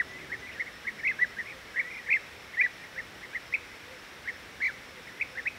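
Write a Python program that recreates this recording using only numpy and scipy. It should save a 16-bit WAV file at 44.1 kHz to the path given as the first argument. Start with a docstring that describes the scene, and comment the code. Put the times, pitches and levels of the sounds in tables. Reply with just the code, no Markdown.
"""Open country on a calm day, bee-eaters calling around a perch, the loud ones near and the faint ones farther off.
Each call is a short, nearly pure whistle that arches or rolls in pitch; the single calls each have a ground echo
that beats against them and makes them burr. Branches and far trees scatter the calls as filtered noise tails.
Farther off, more of the flock whistle at random and toads hoot in sagging tones, with two faint low hums.
A small songbird gives two thin, high notes; insects chirr in throbbing noise bands, over a soft rush of air."""
import sys
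import numpy as np
from scipy import signal
from scipy.fft import rfft, irfft
from scipy.io import wavfile
from scipy.ndimage import map_coordinates

SR = 44100
rng = np.random.default_rng(int(sys.argv[2]) if len(sys.argv) > 2 else 0)


def dump(signal):
    """Clip the signal to [-1, 1] and save it as 16-bit WAV at the path in sys.argv[1]."""
    limited = np.clip(np.atleast_2d(signal).T, -1, 1)
    pcm = np.round(limited * 32767).astype(np.int16)
    wavfile.write(sys.argv[1], SR, pcm)


N = 246078
TIME = np.arange(N) / SR   # seconds

# Individual long calls, loud ones near and faint ones farther off; one arch of pitch, up to three even flicks:
# crest_s, rise_ms, fall_ms, start_hz, crest_hz, end_hz, flick_spacing_ms, flick_before_crest_hz,
# flick_on_crest_hz, flick_after_crest_hz, swell_db, octave_db, level_db, ground_echo_delay_ms, ground_echo_db
LONG_CALLS = [(-0.0082, 45.0, 33.0, 1600.0, 2042.0, 1166.0, 24.0, 2, 3, 0, 24.0, -35, -16.5, 5.1, -16),
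              (0.1935, 107.0, 60.0, 1953.0, 2009.0, 1710.0, 25.0, -2, 616.0, 174.0, 5.0, -42, -45.6, 6.08, -4),
              (0.5246, 105.0, 48.0, 2011.0, 1952.0, 1733.0, 45.0, 465.0, 1030.0, 0, 2.0, -42, -43.5, 6.47, -4.8),
              (1.0797, 50.0, 48.0, 1661.0, 2031.0, 1487.0, 26.0, 283.0, 575.0, 184.0, 15.0, -42, -22.1, 9.74, -17),
              (1.2295, 42.0, 23.0, 1537.0, 1971.0, 1400.0, 24.0, -1, 4, 0, 23.0, -42, -16.2, 1.86, -2.2),
              (1.4964, 56.0, 43.0, 1800.0, 2191.0, 1657.0, 19.0, 285.0, 412.0, 377.0, 4.0, -42, -41.5, 5.9, -6.4),
              (1.8007, 42.0, 21.0, 1491.0, 1977.0, 1553.0, 20.0, 0, 286.0, 0, 21.0, -42, -22, 11.2, -14),
              (1.9451, 106.0, 63.0, 1914.0, 2002.0, 1861.0, 34.0, 458.0, 442.0, 492.0, 0, -42, -41.5, 6.2, -5.0),
              (2.1339, 49.0, 44.0, 1630.0, 2077.0, 1605.0, 24.0, 478.0, 607.0, 174.0, 13.0, -42, -19, 9.43, -15.0),
              (2.618, 50.0, 10.0, 1701.0, 2024.0, 1812.0, 37.0, 0, 396.0, 0, 16.0, -42, -18.5, 7.1, -14),
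              (2.649, 42.0, 21.0, 1532.0, 1965.0, 1400.0, 24.0, 0, 0, 0, 24.0, -42, -16.0, 1.85, -1.5),
              (4.6492, 49.0, 59.0, 1532.0, 1979.0, 1330, 24.0, 328.0, 373.0, 374.0, 14.0, -26.5, -24, 6.4, -10),
              (5.4797, 27.0, 9.0, 1400.0, 2117.0, 2024.0, 24.0, 0, 469.0, 0, 20.0, -42, -21.5, 8.26, -14.0)]
# Individual short calls, loud ones near and faint ones farther off; a soft grace note, then a peaked main note:
# peak_s, time_stretch, pitch_hz, upward_flick_hz, level_db, ground_echo_delay_ms, ground_echo_db
SHORT_CALLS = [(0.3316, 1.17, 2000, 174, -30.5, 6.8, -5.3), (0.6076, 1.02, 2038, 155, -28, 7, -6),
               (0.674, 1.1, 2045, 230, -40.5, 8.8, -6.3), (0.8806, 1.04, 2043, 200, -28.5, 6.8, -6.1),
               (0.998, 0.97, 1985, 320, -39.6, 7.7, -8), (1.3977, 1.08, 1965, 100, -29.1, 9.9, -5.3),
               (1.7709, 1.02, 1967, 200, -31, 6.75, -5), (2.075, 1.2, 2027, 227, -39.5, 7.3, -8),
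               (2.5465, 0.94, 2120, 97, -40, 8.5, -11), (2.8428, 1.22, 2020, 138, -45, 8.42, -7.0),
               (2.99, 1.15, 1975, 164, -31.5, 7.1, -9), (3.2401, 0.98, 2050, 134, -40.5, 8.24, -3.4),
               (3.3593, 1.0, 2005, 146, -29, 7.26, -8), (3.5464, 0.75, 2354, 253, -21.3, 7.9, -16),
               (4.2882, 1.14, 1976, 204, -29.1, 7.22, -7), (5.0835, 1.22, 1999, 214, -42.5, 8.09, -8),
               (5.2189, 0.7, 2383, 249, -23, 5.61, -13), (5.3857, 1.16, 1936, 170, -31, 7.25, -8)]
# Whistle overtones: multiple_of_pitch, level_relative_to_octave_db
OVERTONES = [(2, 0), (3, -10.5), (6, -18)]
# A broad faint hiss around 3.6 kHz, part of the background air, then two higher bands of insects:
# centre_hz, width_hz, level_db, throbs_per_s, throb_depth_0_to_1
HISS_AND_INSECTS = [(3600, 510, -65, 2.6, 0.23), (5295, 220, -65.5, 4.6, 0.41),
                    (5680, 450, -66.5, 3.2, 0.08)]
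# Colour of the air and far landscape: frequency_hz, relative_level_db_per_hz
AIR_COLOUR = [(15, -45), (25, -15), (66, -1.5), (140, -5.5), (359, -5.5), (421, -5), (509, -4), (631, -7),
              (996, -8), (1750, -3), (2170, -5), (4490, -15), (5430, -18.5), (6380, -21.5), (15500, -30.5)]
# Low rush of the breeze: time_s, level_db
BREEZE_LEVEL = [(0, -53.5), (0.35, -53.5), (0.7, -63), (1.25, -56), (1.7, -65.5), (2.7, -70), (3.1, -56),
                (3.5, -66), (5.58, -62.5)]
# Faint low hums: centre_s, length_s, pitch_hz, level_db
LOW_HUMS = [(0.281, 0.65, 374.3, -55.5), (0.979, 0.503, 215.3, -56.5)]
# A small songbird's two thin notes, the first sliding up, the second mostly down: time_s, pitch_hz, level_db
SONGBIRD_GLIDES = [(0.07, 6300, -78), (0.12, 6550, -64), (0.17, 6850, -80), (0.22, 7050, -73),
                   (0.33, 6900, -92), (0.375, 6550, -71), (0.402, 6170, -58), (0.425, 5900, -68),
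                   (0.46, 6080, -63), (0.49, 6100, -82)]
# Far toads: centre_s, level_db
TOAD_HOOTS = [(0.59, -58), (1.54, -55), (1.82, -58), (2.14, -59.5), (2.45, -63), (2.97, -55.5),
              (3.31, -57.5), (3.57, -54), (3.92, -53), (4.38, -56), (4.72, -59.5), (4.94, -55), (5.36, -55)]

# The tone blooms as it passes the throat resonance, and thins out above the top pitch
THROAT_HZ, THROAT_WIDTH_HZ, THROAT_DB = 2225, 100, 1.5
TOP_HZ, TOP_LOSS_DB_PER_HZ = 2463, .019
# Long calls: power law of the arch; flick width as a share of the spacing; attack and release
ARCH_CURVE, FLICK_WIDTH, ROLL_EDGE_MS = 2.6, .27, 3.4
# Short calls, before the time stretch: climb to the peak and fall from it; flick width; two notes
CHIP_SLOPE_HZ_PER_MS, CHIP_FLICK_MS = 15.2, 5.6
GRACE_MS, GRACE_DB, GRACE_ATTACK_MS, GRACE_RELEASE_MS = 18.5, -9.5, 7.3, 7.1
NOTE_LEAD_MS, NOTE_TAIL_MS, NOTE_ATTACK_MS, NOTE_RELEASE_MS = 13.3, 20.6, 3.9, 12.3
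AIR_DB = -48
CUTOFF_HZ = 15700


def from_db(db):
    """Decibels to gain."""
    return 10 ** (np.asarray(db) / 20)


def rms_one(x):
    """Scale to unit power."""
    return x / np.sqrt(np.mean(x ** 2) + 1e-20)


def add(out, start_s, sound):
    """Mix a sound in at a time, dropping what falls outside."""
    at = int(round(start_s * SR)) + np.arange(len(sound))
    inside = (at >= 0) & (at < N)
    out[at[inside]] += sound[inside]


def band_noise(low_hz, high_hz):
    """Noise in one band, unit power."""
    band = signal.butter(2, [low_hz, high_hz], "band", fs=SR, output="sos")
    return rms_one(signal.sosfilt(band, rng.standard_normal(N)))


def waver(length, per_s):
    """Random wander along straight lines between normal draws, per_s draws each second."""
    knots = np.arange(length) * per_s / SR
    return map_coordinates(rng.standard_normal(length // 8 + 4), [knots], order=1, mode="wrap")


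def gate(ms, start, end, attack, release):
    """Straight attack, hold and release."""
    return np.clip(np.minimum((ms - start) / attack, (end - ms) / release), 0, 1)


def bump(x, centre, width):
    """A bell curve of height 1."""
    return np.exp(-((x - centre) / width) ** 2)


def whistle(hz, envelope, octave_db=-38.0, jitter=.007, shimmer_db=1.0, overtone_flicker_db=4.5):
    """The syrinx follows a glide with slight tremor and weak, unsteady overtones; the throat colours it."""
    hz = hz * (1 + jitter * waver(len(hz), 500))
    bloom_db = THROAT_DB * bump(hz, THROAT_HZ, THROAT_WIDTH_HZ)
    throat_db = bloom_db - TOP_LOSS_DB_PER_HZ * np.maximum(hz - TOP_HZ, 0)
    phase = 2 * np.pi * np.cumsum(hz) / SR
    overtones = sum(from_db(db) * np.sin(round(multiple) * phase) for multiple, db in OVERTONES)
    overtone_gain = from_db(octave_db + overtone_flicker_db * waver(len(hz), 250))
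    tone = np.sin(phase) + overtone_gain * overtones
    return tone * envelope * from_db(throat_db + shimmer_db * waver(len(hz), 400))


def roll(rise_ms, fall_ms, start_hz, crest_hz, end_hz, spacing_ms,
         before_hz, on_hz, after_hz, swell_db, octave_db):
    """Pitch and level swell to a crest and sink, with flicks on top. Gives (start s from the crest, sound)."""
    ms = np.arange(-rise_ms, fall_ms, 1000 / SR)
    slack = np.maximum(-ms / rise_ms, ms / fall_ms)   # 0 at the crest, 1 at both ends
    outer_hz = np.where(ms < 0, start_hz, end_hz)
    arch = crest_hz + (outer_hz - crest_hz) * slack ** ARCH_CURVE
    flicks = sum(hz * bump(ms / spacing_ms, place, FLICK_WIDTH)
                 for place, hz in ((-1, before_hz), (0, on_hz), (1, after_hz)))
    swell = from_db(-swell_db * slack ** 2)
    envelope = swell * gate(ms, -rise_ms, fall_ms, ROLL_EDGE_MS, ROLL_EDGE_MS)
    return -rise_ms / 1000, whistle(arch + flicks, envelope, octave_db)


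def chip(stretch, pitch_hz, flick_hz):
    """A short call climbs, breaks off briefly, flicks over its peak, falls. Gives (start s from peak, sound)."""
    first_ms = -NOTE_LEAD_MS - GRACE_MS
    ms = np.arange(first_ms, NOTE_TAIL_MS, 1000 / SR / stretch)   # unstretched time
    hz = pitch_hz - CHIP_SLOPE_HZ_PER_MS * np.abs(ms) + flick_hz * bump(ms, 0, CHIP_FLICK_MS)
    grace = from_db(GRACE_DB) * gate(ms, first_ms, -NOTE_LEAD_MS, GRACE_ATTACK_MS, GRACE_RELEASE_MS)
    note = gate(ms, -NOTE_LEAD_MS, NOTE_TAIL_MS, NOTE_ATTACK_MS, NOTE_RELEASE_MS)
    return first_ms * stretch / 1000, whistle(hz, grace + note)


def individual_birds(close_db=-19.5, wetness=0.31):
    """Direct calls, and what they send into the trees: fainter birds are farther off, hence more diffuse."""
    direct, send = np.zeros(N), np.zeros(N)
    for voice, table in ((chip, SHORT_CALLS), (roll, LONG_CALLS)):
        for time_s, *gesture, level_db, echo_ms, echo_db in table:
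            lead_s, call = voice(*gesture)
            start_s = time_s + lead_s
            add(direct, start_s, from_db(level_db) * call)
            # the late ground echo has another pitch than the gliding direct sound, so the two beat
            add(direct, start_s + echo_ms / 1000, from_db(level_db + echo_db) * call)
            send_db = level_db + wetness * (close_db - level_db)
            add(send, start_s, from_db(send_db) * call)
    return direct, send


def far_flock(count=110, level_db=-54.5, spread_db=2.3, pitch_hz=2020, pitch_spread=.06,
              flick_hz=380, ends=.82):
    """Distant birds give chips and rolls in turn, with random timing, pitch, flicks and level."""
    out = np.zeros(N)
    chances = rng.random((count, 4))
    variations = rng.standard_normal((count, 2))
    for k, ((when, *flicks), (pitch, size)) in enumerate(zip(chances, variations)):
        hz = pitch_hz * (1 + pitch_spread * pitch)
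        before, on, after = flick_hz * np.array(flicks)
        if k % 2:
            _, call = chip(1, hz, on)
        else:
            _, call = roll(rise_ms=55, fall_ms=45.6, start_hz=ends * hz, crest_hz=hz, end_hz=ends * hz,
                           spacing_ms=24.06, before_hz=before, on_hz=on, after_hz=after,
                           swell_db=10, octave_db=-41)
        start_s = (k + when) / count * N / SR
        add(out, start_s, from_db(level_db + spread_db * size) * call)
    return out


def hiss_and_insects():
    """Unevenly throbbing noise bands: a broad faint hiss of background air, and two higher bands of insects."""
    out = np.zeros(N)
    for hz, width_hz, level_db, per_s, depth in HISS_AND_INSECTS:
        cycle = np.cumsum(per_s * (1 + 0.26 * waver(N, 3.03))) / SR
        throb = 1 + depth * np.sin(2 * np.pi * cycle)
        out += from_db(level_db) * band_noise(hz - width_hz / 2, hz + width_hz / 2) * throb
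    return out


def air():
    """A steady wide hush of coloured noise, and a low noise rush that comes with the breeze."""
    hz, level_db = np.transpose(AIR_COLOUR)
    bins_hz = np.maximum(np.fft.rfftfreq(N, 1 / SR), 1)
    colour = from_db(np.interp(np.log(bins_hz), np.log(hz), level_db))
    hush = rms_one(irfft(rfft(rng.standard_normal(N)) * colour, N))
    rush = band_noise(56, 470) * from_db(np.interp(TIME, *np.transpose(BREEZE_LEVEL)))
    return from_db(AIR_DB) * hush + rush


def scatter(x, delay_s, t60, low_hz):
    """Countless small reflections arrive late and die away; twigs and leaves return high notes best."""
    t = np.arange(SR) / SR
    tail = rng.standard_normal(SR) * from_db(-60 * t / t60) * (t > delay_s)
    bright = signal.sosfilt(signal.butter(4, low_hz, "high", fs=SR, output="sos"), x)
    return signal.fftconvolve(bright, tail / np.sqrt(np.sum(tail ** 2)))[:N]


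def hoot(length_s, hz, sag, wobble=0.022, flutter_db=4.0):
    """A soft swelling tone whose pitch sags towards both ends; the long path makes it unsteady."""
    u = np.linspace(-1, 1, int(length_s * SR))   # 0 at the middle
    glide = hz * (1 - sag * u ** 2 + wobble * waver(len(u), 49.3))
    swell = np.cos(np.pi * u / 2) * from_db(flutter_db * waver(len(u), 36.2))
    return np.sin(2 * np.pi * np.cumsum(glide) / SR) * swell


def low_tones(hoot_s=.18, hoot_hz=528):
    """Toads hoot from a far pond as sagging tones; two faint hums that sag less lie below them."""
    out = np.zeros(N)
    for centre_s, level_db in TOAD_HOOTS:
        hz = hoot_hz * (1 + rng.normal(0, 0.0145))
        add(out, centre_s - hoot_s / 2, from_db(level_db) * hoot(hoot_s, hz, sag=0.18))
    for centre_s, length_s, hz, level_db in LOW_HUMS:
        add(out, centre_s - length_s / 2, from_db(level_db) * hoot(length_s, hz, sag=0.018))
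    return out


def songbird():
    """Two thin, high notes of a trembling sine: the first slides up, the second mostly down."""
    time_s, hz, level_db = np.transpose(SONGBIRD_GLIDES)
    glide = np.interp(TIME, time_s, hz) * (1 + .006 * waver(N, 150))
    phase = 2 * np.pi * np.cumsum(glide) / SR
    sounding = (TIME > time_s[0]) & (TIME < time_s[-1])
    # the level sinks almost to nothing between the notes
    return np.sin(phase) * from_db(np.interp(TIME, time_s, level_db)) * sounding


def scene():
    """Calls scatter from nearby branches and, more faintly, from far trees and slopes."""
    birds, send = individual_birds()
    flock = far_flock()
    branches = from_db(-16.0) * scatter(send + flock, delay_s=0.0092, t60=0.18, low_hz=2100)
    far_trees = from_db(-21.5) * scatter(send + flock, delay_s=0.048, t60=1.0, low_hz=2080)
    calls = birds + flock + branches + far_trees
    return (calls + low_tones() + songbird() + hiss_and_insects() + air())[None]


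def record(dry):
    """The sound at the microphone opens over 1 ms, and the top is cut steeply."""
    opening = np.minimum(TIME / .001, 1)
    top_cut = signal.ellip(12, .1, 80, CUTOFF_HZ, fs=SR, output="sos")
    return signal.sosfilt(top_cut, dry * opening)


dry = scene()
out = record(dry)
dump(out)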